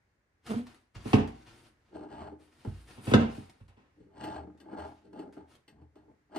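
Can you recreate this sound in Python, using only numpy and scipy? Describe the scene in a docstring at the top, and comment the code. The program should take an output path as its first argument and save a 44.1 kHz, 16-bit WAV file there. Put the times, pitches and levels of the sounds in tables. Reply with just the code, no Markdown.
"""A hacksaw cuts a small brass piece in a bench vise, in short careful strokes, in a wooden workshop.
The teeth catch irregularly, ring frame, vise and blade, and shake the bench. At times the saw knocks
against the vise or the blade snags. The sawyer shifts his stance: clothes rustle and tick, rubber
soles stick and slip, slap the floor and ring the boards. A close microphone pair hears it with the
room and its faint steady air."""
import sys
import numpy as np
from scipy import signal
from scipy.fft import rfft, irfft, next_fast_len
from scipy.io import wavfile
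from scipy.ndimage import uniform_filter1d

SR = 44100
rng = np.random.default_rng(int(sys.argv[2]) if len(sys.argv) > 2 else 0)


def waveform_to_disk(signal):
    """Save audio, clipped to [-1, 1], as 16-bit WAV at the path in sys.argv[1]."""
    frames = np.transpose(np.atleast_2d(signal))
    scaled = np.clip(frames, -1, 1) * 32767
    samples = np.round(scaled).astype(np.int16)
    wavfile.write(sys.argv[1], SR, samples)


N = 281358

# Table levels are relative; layer gains follow.
# still shop air: f/Hz, level/dB
AIR_SPECTRUM = [(20, -8), (60, 0), (100, 0), (180, -11), (400, -11), (700, -17), (1200, -17), (1650, -15),
                (2050, -16), (2400, -22), (3200, -29), (6000, -31), (10000, -38), (15000, -48)]
# sliding cloth and shoes: t/s, attack/s, hold/s, release/s, level/dB, sheen/dB re level
RUSTLE_MOVES = [(0.444, 0.0263, 0.058, .11, -52.5, -8.5), (.645, 0.023, 0.03, 0.15, -64.5, -9.5),
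                (.942, 0.0093, 0.0065, 0.089, -57.5, -12.5), (0.995, 0.085, 0.074, .04, -52.5, -7.5),
                (1.245, 0.063, 0.12, 0.12, -68, -12.5), (1.44, 0.029, 0.025, 0.19, -63.5, -13.5),
                (1.47, 0.078, .12, 0.068, -69.5, -5), (1.722, 0.17, 0.075, 0.17, -79, -17),
                (2.38, 0.023, 0.032, 0.32, -72.5, -7), (2.449, 0.18, 0.19, 0.13, -68, -7),
                (2.853, 0.036, 0.037, 0.14, -60, -6), (2.99, 0.076, 0.041, 0.066, -55, -1.5),
                (3.265, .06, 0.03, 0.24, -60, -8), (3.39, 0.025, 0.023, 0.064, -76, -7),
                (4.818, 0.044, 0.014, 0.21, -67, -13), (5.467, 0.026, 0.057, 0.065, -70.5, -7)]
# cloth rubbing: f/Hz, level/dB
CLOTH_SPECTRUM = [(40, 13.5), (110, 13.5), (180, 5.5), (280, 13), (550, 3), (1000, 4.5), (2500, 0.5),
                  (4500, -4), (7000, -10), (10000, -32.5)]
# treble sheen of the cloth: f/Hz, level/dB
SHEEN_SPECTRUM = [(3000, -23), (6500, -16.5), (9000, -2), (10500, -7.5), (12000, -18), (15000, -15)]
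# apron and handle ticks: t/s, level/dB, decay/s
TICK_EVENTS = [(.465, -48, 0.011), (.669, -48, .0023), (.746, -51.5, 0.0012), (1.275, -49.5, 0.0085),
               (3.497, -52.5, 0.004), (3.681, -63.5, 0.012), (4.575, -68, 0.011), (5.325, -62.5, 0.024),
               (5.553, -50, 0.0021)]
# dry tick: f/Hz, level/dB
TICK_SPECTRUM = [(300, 11), (1200, 12), (3000, 8), (6000, 1), (9500, -1.5), (12000, -8), (15000, -32)]
# juddering sole: t/s, attack/s, hold/s, release/s, level/dB, slip rate/Hz, overtone slope/(dB/octave)
SOLE_SLIDES = [(0.487, .027, 0.0067, .025, -29, 235, -9.5), (.522, .015, .018, .02, -39, 242, -4.5),
               (0.55, 0.022, .004, .072, -28, 242, -19), (1.132, .015, .03, 0.082, -25, 268, -21),
               (3.162, .025, 0.031, 0.079, -23, 227, -14.5)]
# footfalls: t/s, slap/dB, slap decay/s, thud/dB, contact/ms
FOOTFALLS = [(0.534, -76, .012, -28, 3.6), (0.954, -63, 0.0044, -34, 36), (1.052, -52, 0.086, -26, 3.4),
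             (1.132, -23, 0.0097, -6, 3.55), (1.179, -40, 0.036, -18.5, 3.5),
             (2.666, -74.5, 0.044, -25.5, 17), (2.975, -57, 0.042, -37.5, 5.6),
             (3.07, -42.5, 0.083, -20, 6.8), (3.113, -35.5, 0.0054, -18.5, 1.9),
             (3.137, -13.5, 0.005, -6, 3.5), (3.191, -42, 0.048, -46, 9.7), (3.375, -78, .02, -31, 5.16),
             (3.604, -65, 0.012, -42, 25), (3.681, -68, 0.043, -53.5, 22), (3.768, -69.5, 0.1, -52, 3.5)]
# sole on wood: f/Hz, level/dB
SOLE_SPECTRUM = [(60, -12.5), (150, 3), (300, 10.5), (800, 4), (1100, 3), (1550, -3), (2200, -2),
                 (2700, -6.5), (3300, -5.5), (4500, -15), (7000, -22), (10000, -32.5), (15000, -56)]
# floorboards: f/Hz, level/dB, T60/s
BOARD_MODES = [(57, -21, 0.62), (92.6, -4, 0.22), (125, -2.5, 0.098), (140.7, -5.5, 0.16),
               (214.7, -1, 0.15), (234.2, -2, 0.23), (266.2, 1.5, 0.16), (296.4, -2.5, 0.19),
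               (361.5, -3, 0.14), (426.3, 7, 0.12), (517, -7, .13), (618, 2.5, 0.085), (708, 2.5, 0.24),
               (782, 0, 0.57)]
# short hard ring of floor and room after each sole slap: f/Hz, width/Hz, level/dB
SLAP_RING_MODES = [(770, 30, 4), (870, 30, 5), (1110, 40, 4), (1200, 30, 2), (1290, 30, 0), (1530, 35, -5),
                   (1645, 35, -3), (1900, 40, -4), (2290, 50, -5), (2660, 90, 1), (2780, 110, -1),
                   (2920, 130, -2), (3160, 130, -4), (3863, 70, -6)]
# saw strokes: t/s, attack/s, hold/s, rub/dB, bite/dB re rub, grit/dB re rub, shudder/dB re rub
SAW_STROKES = [(1.905, .046, .10, -45.5, -8.5, -21.5, -11.5), (2.031, 0.1, 0.14, -50.5, 1, -10, 1),
               (2.288, 0.037, 0.0042, -49, -19, -38, -20), (3.952, .06, 0.019, -57.5, -21, -22.5, -3),
               (4.13, 0.099, .13, -45.5, 1, -7.5, -1.5), (4.401, 0.036, 0.044, -51, -13, -40, -8),
               (4.599, 0.12, 0.059, -45, -6.5, -24, -12.5), (4.75, 0.047, 0.017, -47, 6, -7.5, -2.5),
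               (5.019, 0.032, .025, -54, -17, -22, -9), (5.119, 0.066, 0.023, -42, -8.5, -22, -16),
               (5.341, 0.036, .005, -52.5, -6, -19, -4), (5.679, 0.026, .115, -66, -8.5, -21.5, 8.5),
               (5.93, 0.037, .015, -64, -2, -14, 0), (6.021, 0.053, 0.038, -63, -11, -38, -2.5),
               (6.314, .048, 0.058, -41, -.5, -11.5, -12)]
# saw knocks against the vise and blade snags: t/s, ring/dB, knock/dB
KNOCKS_AND_SNAGS = [(2.648, -63, -36), (3.375, -77, -49), (4.163, -88.5, -62), (4.238, -48.5, -37.5),
                    (4.601, -60.5, -57), (4.786, -63, -63), (5.129, -69.5, -47), (5.191, -61.5, -46.5),
                    (5.366, -75.5, -43), (5.679, -59.5, -59.5), (5.815, -81, -61), (5.955, -72, -53),
                    (6.36, -46.5, -37.5)]
# bench: f/Hz, width/Hz, level/dB
BENCH_MODES = [(79.8, 5.1, 0), (122.7, 6.6, -6.5)]
# saw frame: f/Hz, width/Hz, level/dB
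FRAME_MODES = [(180.5, 20, -2.5), (210.4, 12, -14), (303.8, 23, 5), (333.7, 22, -14), (406.5, 18, -20),
               (409.7, 25.6, 0.5), (488.6, 75, -10)]
# vise on its bench: f/Hz, width/Hz, level/dB
VISE_MODES = [(638.5, 47, 1), (682.5, 25, -4.5), (777.6, 26.7, 2), (810, 15, -1.5), (861.6, 13, 8.5),
              (885, 90, -6.5), (1052, 71, -12), (1210, 99, -10), (1446, 85, -13.5), (1590, 130, -11.5),
              (1650, 250, -13.5), (1880, 37, -27), (2110, 90, -17), (2600, 77, -31)]
# steel blade: f/Hz, width/Hz, level/dB
BLADE_MODES = [(1620, 55, 6), (1875, 45, 5), (2120, 80, 4), (2610, 50, 6), (2780, 80, 4), (2950, 90, 1),
               (3365, 80, -3), (3660, 60, 5), (4100, 250, -4), (4300, 90, 0), (5090, 600, -13),
               (6120, 120, -9), (6770, 110, -12), (7500, 150, -10), (8280, 260, -3.5), (13000, 3000, -22)]
# hiss of the cut: f/Hz, level/dB
CHIP_SPECTRUM = [(400, -20), (1000, 0), (1800, -1), (3000, -4), (6000, -12), (8500, -14), (10000, -21),
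                 (15000, -23)]

SWELL_DB = 20  # rise per attack, fall per release
TIME_S = np.arange(N) / SR
CONTROL_TIME_S = TIME_S[::64]
FFT_SIZE = next_fast_len(N + SR)
FREQ_HZ = np.maximum(np.arange(FFT_SIZE // 2 + 1) * SR / FFT_SIZE, 1)


def undb(db):
    """Decibels to gain."""
    return np.exp(np.asarray(db) * (np.log(10) / 20))


def unit(x):
    """Scale to rms 1."""
    return x / np.sqrt(np.mean(abs(x) ** 2))


def shape(x, response):
    """Filter by a frequency response."""
    return irfft(rfft(x, FFT_SIZE) * response, FFT_SIZE)[..., :N]


def colour(points):
    """Causal unit-power response through (f/Hz, level/dB) points."""
    hz, db = np.transpose(points)
    gain = undb(np.interp(np.log(FREQ_HZ), np.log(hz), db))
    cepstrum = irfft(np.log(gain), FFT_SIZE)
    return unit(np.exp(rfft(2 * cepstrum[:FFT_SIZE // 2], FFT_SIZE)))


def body(modes, spread=1.0):
    """Unit-power stereo resonances; higher modes tend to differ more in phase between microphones."""
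    response = 0
    for k, (hz, width_hz, db) in enumerate(modes):
        twist_rad = spread * hz / (hz + 500) * rng.uniform(-1.7, 1.7)
        stereo = np.exp(np.array([[1j], [-1j]]) * twist_rad)
        resonance = 1 / (1 + 1j * hz / width_hz * (FREQ_HZ / hz - hz / FREQ_HZ))
        response = response + stereo * (-1) ** (k // 2) * undb(db) * resonance
    return unit(response)


def pair(mid, side, apart_hz):
    """Two close microphones share the bass and hear unrelated treble."""
    apart = FREQ_HZ ** 2 / (FREQ_HZ ** 2 + apart_hz ** 2)
    return mid * np.sqrt(1 - apart / 2) + np.array([[1], [-1]]) * side * np.sqrt(apart / 2)


def walk(rate_hz):
    """Smooth random wander, rms 1."""
    span = max(int(SR / rate_hz), 1)
    steps = np.repeat(rng.standard_normal(N // span + 1), span)
    return unit(uniform_filter1d(steps, span)[:N])


def grains(rate_hz, spread_db):
    """Dense clicks of uneven size, rms 1."""
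    clicks = (rng.random(N) < rate_hz / SR) * rng.standard_normal(N)
    return unit(clicks * undb(spread_db * rng.standard_normal(N)))


def bursts(events):
    """Decaying contact noise for each (t/s, level/dB, decay/s)."""
    envelope = sum(undb(db) * (TIME_S >= start_s) * np.exp(-abs(TIME_S - start_s) / decay_s)
                   for start_s, db, decay_s in events)
    return envelope * rng.standard_normal(N)


def swell(start_s, attack_s, hold_s, release_s):
    """Envelope of one movement: eases in, holds, falls linearly in dB."""
    early = np.clip((start_s + attack_s - CONTROL_TIME_S) / max(attack_s, .002), 0, 10)
    late = np.maximum((CONTROL_TIME_S - start_s - attack_s - hold_s) / max(release_s, .002), 0)
    return undb(-SWELL_DB * (early ** 1.3 + late))


def follow(*controls):
    """Interpolate slow controls to the sample rate."""
    return [np.interp(TIME_S, CONTROL_TIME_S, control) for control in controls]


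def air(level_db=-74):
    """Faint background noise, wavering slightly."""
    noise = pair(*rfft(rng.standard_normal((2, N)), FFT_SIZE), apart_hz=400)
    hush = unit(irfft(noise * colour(AIR_SPECTRUM), FFT_SIZE)[:, :N])
    return undb(level_db + 1.5 * walk(5.4)) * hush


def rustle():
    """Fibres slip over each other in tiny grains; apron and handle tick."""
    moves = np.array([undb(db) * swell(*timing) for *timing, db, _ in RUSTLE_MOVES])
    glossy = undb(np.array(RUSTLE_MOVES)[:, -1:]) * moves
    slide, gloss = follow(np.linalg.norm(moves, axis=0), np.linalg.norm(glossy, axis=0))
    fibres = grains(rate_hz=15000, spread_db=2) * undb(1.5 * walk(60))
    cloth = undb(5) * shape(fibres * slide, colour(CLOTH_SPECTRUM))
    sheen_grains = grains(rate_hz=6500, spread_db=1.5) * undb(1.7 * walk(40))
    sheen = undb(.5) * shape(sheen_grains * gloss, colour(SHEEN_SPECTRUM))
    ticks = shape(bursts(TICK_EVENTS), colour(TICK_SPECTRUM))
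    return cloth + sheen + ticks


def judder(rate_jitter=.045, scuff_db=-17):
    """Sole stick-slip: a wavering buzz, one scuff per slip; the firmest grip sets rate and edge."""
    grips = np.array([undb(db) * swell(*timing) for *timing, db, _, _ in SOLE_SLIDES])
    power = grips ** 2 + 1e-18
    share = power / power.sum(axis=0)
    *_, rates_hz, slopes_db = np.transpose(SOLE_SLIDES)
    grip, slip_hz, slope_db = follow(np.linalg.norm(grips, axis=0), rates_hz @ share, slopes_db @ share)
    phase = 2 * np.pi * np.cumsum(slip_hz * (1 + rate_jitter * walk(120))) / SR
    buzz = sum(undb(slope_db * np.log2(k) + 1.7 * walk(82) * (k > 1)) * np.sin(k * phase)
               for k in range(1, 7))
    slip_noise = (1 + np.cos(phase)) * undb(slope_db / 2) * rng.standard_normal(N)
    scuff = unit(shape(slip_noise, colour(SOLE_SPECTRUM)))
    return (unit(buzz) + undb(scuff_db) * scuff) * grip


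def board_thuds(weight_delay_s=.003):
    """The weight follows the slap and rings the boards; longer contact is duller."""
    t = TIME_S[:SR]
    # mode pairs push the air in opposite senses: the boom builds over a few ms
    ring = sum((-1) ** (k // 2) * undb(db) * np.cos(2 * np.pi * hz * t) * undb(-60 * t / t60_s)
               for k, (hz, db, t60_s) in enumerate(BOARD_MODES))
    thuds = np.zeros(N + SR)
    for start_s, _, _, db, contact_ms in FOOTFALLS:
        rise_s = contact_ms / 1000 / 4
        force = t ** 2 * np.exp(-2 * t / rise_s)
        thud = signal.fftconvolve(ring, force)[:SR]
        onset = int((start_s + weight_delay_s) * SR)
        thuds[onset:onset + SR] += undb(db) * thud / abs(thud).max()
    return thuds[:N]


def sole_slaps():
    """The sole slaps the wood; a short hard ring of floor and room follows."""
    contacts = bursts([row[:3] for row in FOOTFALLS])
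    ring = undb(-6) * body(SLAP_RING_MODES) / (1 + (FREQ_HZ / 7000) ** 4)
    return shape(contacts, undb(4.5) * colour(SOLE_SPECTRUM) + ring)


def stroke_envelopes(fall_db_per_s=155, clog_db_per_s=35, bite_exponent=1.15, grit_exponent=1.51):
    """Arm effort sets rub, bite, grit and shudder; grit thins as the gullets fill."""
    rub = bite = grit = shudder = 0
    for start_s, attack_s, hold_s, db, bite_db, grit_db, shudder_db in SAW_STROKES:
        effort = swell(start_s, attack_s, hold_s, SWELL_DB / fall_db_per_s)
        clog_db = clog_db_per_s * np.maximum(CONTROL_TIME_S - start_s - attack_s, 0)
        rub = np.hypot(rub, undb(db) * effort)
        bite = np.hypot(bite, undb(db + bite_db) * effort ** bite_exponent)
        grit = np.hypot(grit, undb(db + grit_db - clog_db) * effort ** grit_exponent)
        shudder = np.hypot(shudder, undb(db + shudder_db) * effort)
    return follow(rub, bite, grit, shudder)


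def teeth(rate_hz, scatter_db, scrape_db):
    """Each tooth catches once, early or late, with its own force, then scrapes until the next."""
    travel = np.cumsum(rate_hz * np.exp(.3 * walk(150)) / SR)
    tooth = travel.astype(int)
    force = undb(scatter_db * rng.standard_normal(N))[tooth]
    catch = np.diff(tooth, prepend=0) * force / np.sqrt(rate_hz)
    catch -= uniform_filter1d(catch, size=800)
    scrape = force * np.exp(-(travel % 1) / 2.9) * rng.standard_normal(N)
    return unit(unit(catch) + undb(scrape_db) * unit(scrape))


def hacksaw(impact_decay_s=.02):
    """Rub hums in the frame, bite rings the vise, the bench shudders; chips hiss and ring the blade."""
    rub, bite, grit, shudder = stroke_envelopes()
    tooth_hz = 380 * (.5 + (bite / bite.max()) ** .36)  # hardest bite at top blade speed
    drive = teeth(tooth_hz, scatter_db=3, scrape_db=8.5)
    drive *= undb(1.35 * walk(60))  # chatter in the slot
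    knocks = bursts([(start_s, db, impact_decay_s) for start_s, _, db in KNOCKS_AND_SNAGS])
    mass_lowpass = 1 / (1 + (FREQ_HZ / 2400) ** 3)
    steel = body(BLADE_MODES, spread=.88)
    bench = undb(1) * shape(drive * shudder, body(BENCH_MODES) * mass_lowpass)
    frame = undb(.52) * shape(drive * rub + knocks, body(FRAME_MODES) * mass_lowpass)
    vise = undb(3) * shape(drive * bite + undb(-8.5) * knocks, body(VISE_MODES) * mass_lowpass)
    blade = shape(drive * grit, undb(-3) * steel + undb(-6) * colour(CHIP_SPECTRUM))
    impacts = bursts([(start_s, db, impact_decay_s) for start_s, db, _ in KNOCKS_AND_SNAGS])
    clinks = shape(impacts, steel + undb(-1) * colour(TICK_SPECTRUM))
    return bench + frame + vise + blade + clinks


def room(x, wet_db, pan_db, lag_ms, bass_t60_s=.34, treble_t60_s=.063):
    """Direct sound at both microphones, then dense echoes from bench and walls."""
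    t = TIME_S[:SR]
    noise = rng.standard_normal((2, SR)) * (1 - np.exp(-(t / .0026) ** 2))
    low, high = (rfft(unit(noise * undb(-60 * t / t60_s)) / np.sqrt(SR), FFT_SIZE)
                 for t60_s in (bass_t60_s, treble_t60_s))
    treble = FREQ_HZ / (FREQ_HZ + 3000)
    echoes = pair(*(low * (1 - treble) + high * treble), apart_hz=450)
    sides = np.array([[1], [-1]]) / 2
    direct = undb(sides * pan_db) * np.exp(-2j * np.pi * FREQ_HZ * sides * lag_ms / 1000)
    return shape(x, (direct + undb(wet_db) * echoes) / np.sqrt(1 + undb(wet_db) ** 2))


def scene():
    """The saw is near; footfalls and rustle carry more of the room."""
    thuds, slaps = board_thuds(), sole_slaps()
    return (room(hacksaw(), wet_db=-9, pan_db=1.34, lag_ms=-.06)
            + room(thuds, wet_db=-4.5, pan_db=-1, lag_ms=.53)
            + undb(1.5) * room(slaps, wet_db=1.5, pan_db=4.5, lag_ms=.22)
            + room(judder(), wet_db=-14, pan_db=-2, lag_ms=.3)
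            + undb(2) * room(rustle(), wet_db=2, pan_db=2, lag_ms=.0072)
            + air())


def record(dry):
    """Band limit: 44 Hz to 14.3 kHz."""
    highpass = signal.butter(2, 44, "high", fs=SR, output="sos")
    lowpass = signal.ellip(8, .2, 70, 14300, fs=SR, output="sos")
    return signal.sosfilt(lowpass, signal.sosfilt(highpass, dry))


dry = scene()
out = record(dry)
waveform_to_disk(out)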